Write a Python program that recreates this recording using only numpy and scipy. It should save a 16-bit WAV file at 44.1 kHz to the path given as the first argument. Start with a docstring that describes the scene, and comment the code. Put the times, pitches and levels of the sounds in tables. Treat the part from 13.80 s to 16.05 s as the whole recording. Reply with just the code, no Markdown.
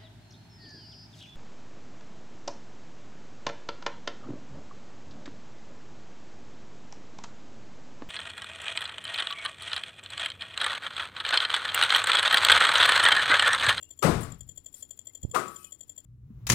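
"""Night in a walled yard: over low air, an insect rubs its wings in about twelve chirps a second.
A tether squeaks; at 0.22 s a paddle smashes the ball, the walls boom, and a thin tick follows.
The cord swishes and squeaks. At 1.44 s the right microphone, muffled throughout, takes a soft bump.
At 1.54 s comes a second, brighter knock, then more swish and squeak from the cord."""
import sys
import numpy as np
from scipy import signal
from scipy.fft import rfft, irfft
from scipy.io import wavfile

SR = 44100
rng = np.random.default_rng(int(sys.argv[2]) if len(sys.argv) > 2 else 0)


def output_pcm(signal):
    """Save a mono or channel-first signal as 16-bit PCM at the path in sys.argv[1].

    Samples are clipped to [-1, 1] before scaling.
    """
    pcm = np.clip(np.atleast_2d(signal).T, -1, 1) * 32767
    wavfile.write(sys.argv[1], SR, np.round(pcm).astype(np.int16))


N = 99225

# paddle blows: start_s, yard_db, build_s, hold_s, t60_scale, crack_db
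BLOWS = [(.223, -18, 0.003, 0.066, 1.0, -25.5), (1.544, -21.5, .008, 0.019, 0.74, -23)]


def undb(db):
    """Decibels to gain."""
    return 10 ** (np.asarray(db) / 20)


def curve(points, hz):
    """Read (freq_hz, value) points on a log-frequency axis."""
    p = np.array(points, float)
    return np.interp(np.log(np.maximum(hz, 1)), np.log(p[:, 0]), p[:, 1])


def colour(x, points):
    """Filter by a (freq_hz, gain_db) curve."""
    size = 2 * N
    return irfft(rfft(x, size) * undb(curve(points, np.arange(N + 1) * SR / size)))[:N]


def noise(points):
    """Coloured noise, rms 1."""
    x = colour(rng.standard_normal(N), points)
    return x / x.std()


def swell(t, half_s):
    """Flat-topped burst centred on t = 0."""
    return np.exp(-np.square(np.square(t / half_s)))


def rise(t, length_s):
    """Linear onset from t = 0."""
    return np.clip(t / length_s, 0, 1)


def fade(t, t60_s):
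    """Exponential decay from t = 0."""
    return np.exp(-np.log(1000) * np.maximum(t, 0) / t60_s)


def late_drop(t, knee_s=.3, db_per_s=105):
    """Extra decay past the knee."""
    return undb(-db_per_s * np.maximum(t - knee_s, 0))


def waver(t):
    """Slow random wobble, unit-variance knots."""
    knots_s = np.arange(0, 3, .02)
    return np.interp(t, knots_s, rng.standard_normal(len(knots_s)))


def scatter(x, t, t60_s):
    """Diffuse reflections: convolution with decaying noise of unit energy."""
    paths = rng.standard_normal(N) * fade(t, t60_s)
    return signal.fftconvolve(x, paths / np.linalg.norm(paths))[:N]


def night_air():
    """Steady low hush."""
    # air spectrum: freq_hz, density_db
    hush = [(60, -19), (170, -4), (290, 3), (550, -14.5), (900, -16.5), (2000, -22.5), (5000, -23),
            (9000, -26.5), (16000, -33)]
    return undb(-65.5) * noise(hush)


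def night_rumble():
    """Left and right air rumble, mostly common to both."""
    # rumble spectrum: freq_hz, density_db
    rumble = [(20, -4.5), (50, -1), (100, 7.5), (170, -12), (300, -22), (700, -51.5), (2000, -37),
              (16000, -55)]
    common = noise(rumble)
    return [undb(-65.5) * (.85 * common + .5 * noise(rumble)) for _ in range(2)]


def insect(t):
    """Wings open softly and close loudly, each stroke sagging in pitch; the walls echo."""
    # chirps: centre_s, gain_db
    chirps = [(0.0306, 0.5), (0.1111, -3), (.1935, 0), (0.3484, -8), (0.4347, -1), (0.5227, -1), (.6095, 0),
              (.694, -1.5), (0.7787, 1), (0.8645, 0), (0.9454, -1), (1.0285, 3), (1.1105, 1.5), (1.1926, 2),
              (1.2735, 1.5), (1.3535, 0), (1.4333, 0), (1.5158, 0.5), (1.5972, -0.5), (1.684, -2),
              (1.7646, -0.5), (1.8471, 1), (1.9259, 0.5), (2.0115, -1), (2.0978, 0.5), (2.1812, 0.5),
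              (2.266, 3)]
    # wing partials: pitch_hz, gain_db
    partials = [(571, -22), (1938, -32.5), (3327, -15.5), (4457, -26.5), (5803, -32.5), (7214, 0),
                (8333, -26.5), (9679, -32.5), (11100, -18), (12231, -28), (13566, -31), (14416, -26.5),
                (14987, -21.5)]
    # wall echoes: delay_s, gain_db
    echoes = [(.0065, -12), (.014, -17.5), (.0235, -13), (.033, -24.5)]
    # opening-wing scrape spectrum: freq_hz, density_db
    scrape_spectrum = [(7000, -33), (9000, -38.5), (9900, 11), (12000, -29.5), (13000, -30.5), (13700, 17),
                       (14600, -23), (15600, -9)]
    half_s, open_lead_s, scrape_lead_s = .0039, .016, .018
    open_sag_hz_per_s, close_sag_hz_per_s = 45000, 30000
    wings, close_env, open_env, scrape_env = np.zeros((4, N))
    for (at_s, db), draw in zip(chirps, rng.standard_normal((len(chirps), 4))):
        detune_hz, width_s = 25 * draw[0], half_s * (1 + .14 * draw[1])
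        opening = (-open_lead_s + .0015 * draw[2], -17.5 + 1.5 * draw[3], open_sag_hz_per_s)
        parts = [(0, 0, close_sag_hz_per_s), opening]
        parts += [(s, g + 2.5 * rng.standard_normal(), close_sag_hz_per_s) for s, g in echoes]
        for delay_s, part_db, sag in parts:
            near = abs(t - at_s - delay_s) < 2 * half_s
            u = t[near] - at_s - delay_s
            slip = .6 * np.cumsum(rng.standard_normal(len(u))) / SR ** .5  # uneven teeth
            bend_cycles = detune_hz * u - sag * u * u / 2 + slip
            tone = sum(undb(g) * np.sin(2 * np.pi * (hz * u + bend_cycles + rng.random()))
                       for hz, g in partials)
            wings[near] += undb(db + part_db) * swell(u, width_s) * tone
        close_env += undb(db) * swell(t - at_s, half_s)
        open_env += undb(db) * swell(t - at_s + open_lead_s, half_s)
        scrape_env += undb(db) * swell(t - at_s + scrape_lead_s, half_s=.011)
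    close_rasp = undb(-29.5) * close_env * rng.standard_normal(N)
    open_rasp = undb(-25) * open_env * noise([(6200, -32), (7200, -2), (8300, -39)])
    wings += close_rasp + open_rasp
    tail = undb(-15) * scatter(wings, t, t60_s=.21)
    return undb(-32.5) * (wings + tail) + undb(-64) * scrape_env * noise(scrape_spectrum)


def cord(t):
    """The cord squeaks faintly on the pole and hisses through the air."""
    # squeaks: centre_s, half_s, pitch_hz, level_db
    squeaks = [(0.045, 0.0468, 2850, -67.5), (1.3, 0.014, 2100, -65), (1.81, .025, 2590, -62.5),
               (1.865, 0.026, 2530, -61.5), (1.843, 0.063, 3020, -65.5)]
    # swishes: centre_s, half_s, level_db
    swishes = [(0.983, 0.0467, -51.5), (1.773, 0.12, -53)]
    # swish spectrum: freq_hz, density_db
    swish_spectrum = [(300, -23), (1500, -11), (3000, -13.5), (5500, -4), (7000, -7.5), (9000, 5.5),
                      (12000, -2), (14500, 1.5), (16000, -22)]
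    out = noise(swish_spectrum) * sum(undb(db) * swell(t - at_s, half_s) for at_s, half_s, db in swishes)
    for at_s, half_s, hz, db in squeaks:
        envelope = undb(db + 3.2 * waver(t)) * swell(t - at_s, half_s)
        out += envelope * noise([(hz * .795, -60), (hz, 0), (hz * 1.107, -60)])
    return out


def paddle_ring(age_s):
    """Struck paddle modes, wavering in level and phase."""
    # paddle modes: pitch_hz, gain_db, base_t60_s
    modes = [(354.8, -12, 0.71), (511, -14.5, 0.28), (670, -10.5, 0.33), (761.8, -0.5, .25),
             (987, -14.5, 0.28), (1145, -2.5, 0.61), (1234, -3, 0.25), (1283, -1, .58), (1388, -6.5, .42),
             (1795, -20, 0.3), (2020, -16, 0.36), (2580, -17, 0.43)]
    ring = 0
    for hz, db, t60_s in modes:
        envelope = undb(db) * fade(age_s, t60_s) * (1 + .3 * waver(age_s - age_s[0]))
        phase = 2 * np.pi * (hz * age_s + rng.random()) + .6 * waver(age_s - age_s[0])
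        ring += envelope * np.sin(phase)
    return undb(-27.5) * ring * rise(age_s, .0064) * late_drop(age_s)


def yard(age_s, spectrum, build_s, hold_s, t60_scale):
    """Dense reflections build, hold, then die by octave band; the treble holds least."""
    # yard ring time: freq_hz, base_t60_s
    ring_times = [(50, 1), (130, 0.8146), (300, 0.51), (700, 0.45), (1250, 0.51), (3000, 0.62),
                  (9000, 0.54), (15000, 0.45)]
    bins, hz = rfft(noise(spectrum)), np.arange(N // 2 + 1) * SR / N
    octave = np.clip(np.log2(np.maximum(hz, 1) / 32), 0, 9)
    out = 0
    for k in range(10):
        centre_hz = 32 * 2 ** k
        band = irfft(bins * np.maximum(1 - abs(octave - k), 0), N)
        onset = rise(age_s, build_s + 3.3 / centre_hz) ** (2 if k < 4 else 1)
        decay = fade(age_s - hold_s / (1 + centre_hz / 3500), t60_scale * curve(ring_times, centre_hz))
        out += band * onset * decay * (late_drop(age_s) if k > 2 else 1)
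    return out


def blows(t):
    """Each blow rings the paddle, cracks and fills the yard."""
    # smash spectrum in the yard: freq_hz, density_db
    smash = [(25, -14), (60, -8), (105, -5), (160, -3.5), (250, -6), (500, -9.5), (800, -11.5), (1220, -11),
             (1700, -18), (3000, -25.5), (5500, -28), (7000, -29), (8300, -26), (12000, -34.5),
             (16000, -44)]
    # knock spectrum in the yard: freq_hz, density_db
    knock = [(40, -30), (100, -13.5), (170, -5), (250, -5), (370, -0.5), (640, -3.5), (860, -8.5),
             (1200, 5), (1650, -10), (3000, -20), (5500, -23), (8500, -18), (12000, -26.5), (16000, -33.5)]
    # crack spectrum: freq_hz, density_db
    crack_spectrum = [(200, -12.5), (1200, 13), (2500, 0), (6000, -10.5), (8500, -3), (16000, -20)]
    out = 0
    for (at_s, yard_db, build_s, hold_s, t60_scale, crack_db), spectrum in zip(BLOWS, (smash, knock)):
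        age_s = t - at_s
        out += paddle_ring(age_s)
        crack = noise(crack_spectrum) * rise(age_s, .003) * np.exp(-np.maximum(age_s, 0) / .02)
        out += undb(crack_db) * crack
        out += undb(yard_db) * yard(age_s, spectrum, build_s, hold_s, t60_scale)
    return out


def wall_slaps(t):
    """The walls return each blow as short, sharp pulses."""
    # slaps: centre_s, level_db, pitch_hz, half_s
    slaps = [(.229, -17, 1252, .002), (.2345, -20, 1200, 0.007), (0.233, -19, 400, .006),
             (.243, -17.5, 1200, 0.0027), (.251, -8, 520, 0.003), (.2555, -12.5, 165, 0.0072),
             (.296, -19.5, 330, 0.011), (.305, -18.5, 175, 0.01), (.345, -26, 149, 0.0044),
             (1.548, -23.5, 486, .007), (1.55, -29, 1150, 0.0085), (1.5635, -9, 1200, 0.0012),
             (1.571, -17, 1231, 0.012), (1.587, -20.5, 1220, 0.0035)]
    return sum(undb(db) * np.exp(-np.square((t - at_s) / half_s)) * np.sin(2 * np.pi * hz * (t - at_s))
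               for at_s, db, hz, half_s in slaps)


def boom(t, lag_s=.022):
    """Low standing waves between the walls, raised by the smash."""
    # standing waves: pitch_hz, level_db, base_t60_s
    modes = [(124, -30.5, 0.97), (166.7, -23.5, .6), (203.1, -38.5, .75)]
    age_s = t - BLOWS[0][0] - lag_s
    waves = sum(undb(db) * fade(age_s, t60_s) * np.sin(2 * np.pi * (hz * age_s + rng.random()))
                for hz, db, t60_s in modes)
    return waves * rise(age_s, .0092) * late_drop(age_s, knee_s=.43)


def tick(t, start_s=.4071):
    """A thin, high tick rings briefly in the yard."""
    # tick spectrum: freq_hz, density_db
    spectrum = [(3000, -30), (7000, -16.5), (8500, 9.5), (12000, -1), (16000, -7)]
    return undb(-40) * noise(spectrum) * fade(t - start_s, t60_s=.239) * (t > start_s)


def bump(t):
    """A dull push on the microphone, then a short rumble."""
    # pushes: centre_s, gain_db, pitch_hz
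    pushes = [(1.4384, -28.5, 107.8), (1.4509, -15.5, 95.2)]
    # push filter: freq_hz, gain_db
    body = [(100, -1), (400, 10), (900, 4.5), (1400, -10), (3000, -50.5)]
    # rumble spectrum: freq_hz, density_db
    tail_spectrum = [(25, -19.5), (70, -13), (120, -2), (220, -20), (500, -31.5), (1500, -66.5)]
    push_tau_s, tail_tau_s = .0035, .079
    push = sum(undb(db) * np.exp(-abs(t - at_s) / push_tau_s) * np.cos(2 * np.pi * hz * (t - at_s))
               for at_s, db, hz in pushes)
    age_s = t - pushes[-1][0]
    tail = undb(-38) * noise(tail_spectrum) * rise(age_s, .0044) * np.exp(-abs(age_s) / tail_tau_s)
    return colour(push, body) + tail


def muffled_mic(sound, t):
    """The right microphone gets extra reflections, loses treble and hisses faintly."""
    # microphone response: freq_hz, gain_db
    muffle = [(50, -7), (110, -10), (200, -15.5), (380, -21), (700, -22), (1290, -33), (2380, -40.5),
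              (4400, -38.5), (8000, -56), (15000, -32)]
    reflections = undb(-4.5) * colour(scatter(sound, t, t60_s=.15), [(120, -7.5), (500, -7)])
    hiss = undb(-94.5) * noise([(500, 3.5), (16000, -13.5)])
    return colour(sound + reflections, muffle) + hiss


def scene():
    """The yard at the open left and muffled right microphones."""
    t = np.arange(N) / SR
    sound = blows(t) + wall_slaps(t) + boom(t) + tick(t) + insect(t) + cord(t) + night_air()
    rumble_left, rumble_right = night_rumble()
    return np.array([sound + rumble_left, muffled_mic(sound, t) + rumble_right + bump(t)])


def record(dry):
    """Steep low-pass at 16.3 kHz."""
    return signal.sosfilt(signal.ellip(8, .2, 70, 16300, fs=SR, output="sos"), dry)


dry = scene()
out = record(dry)
output_pcm(out)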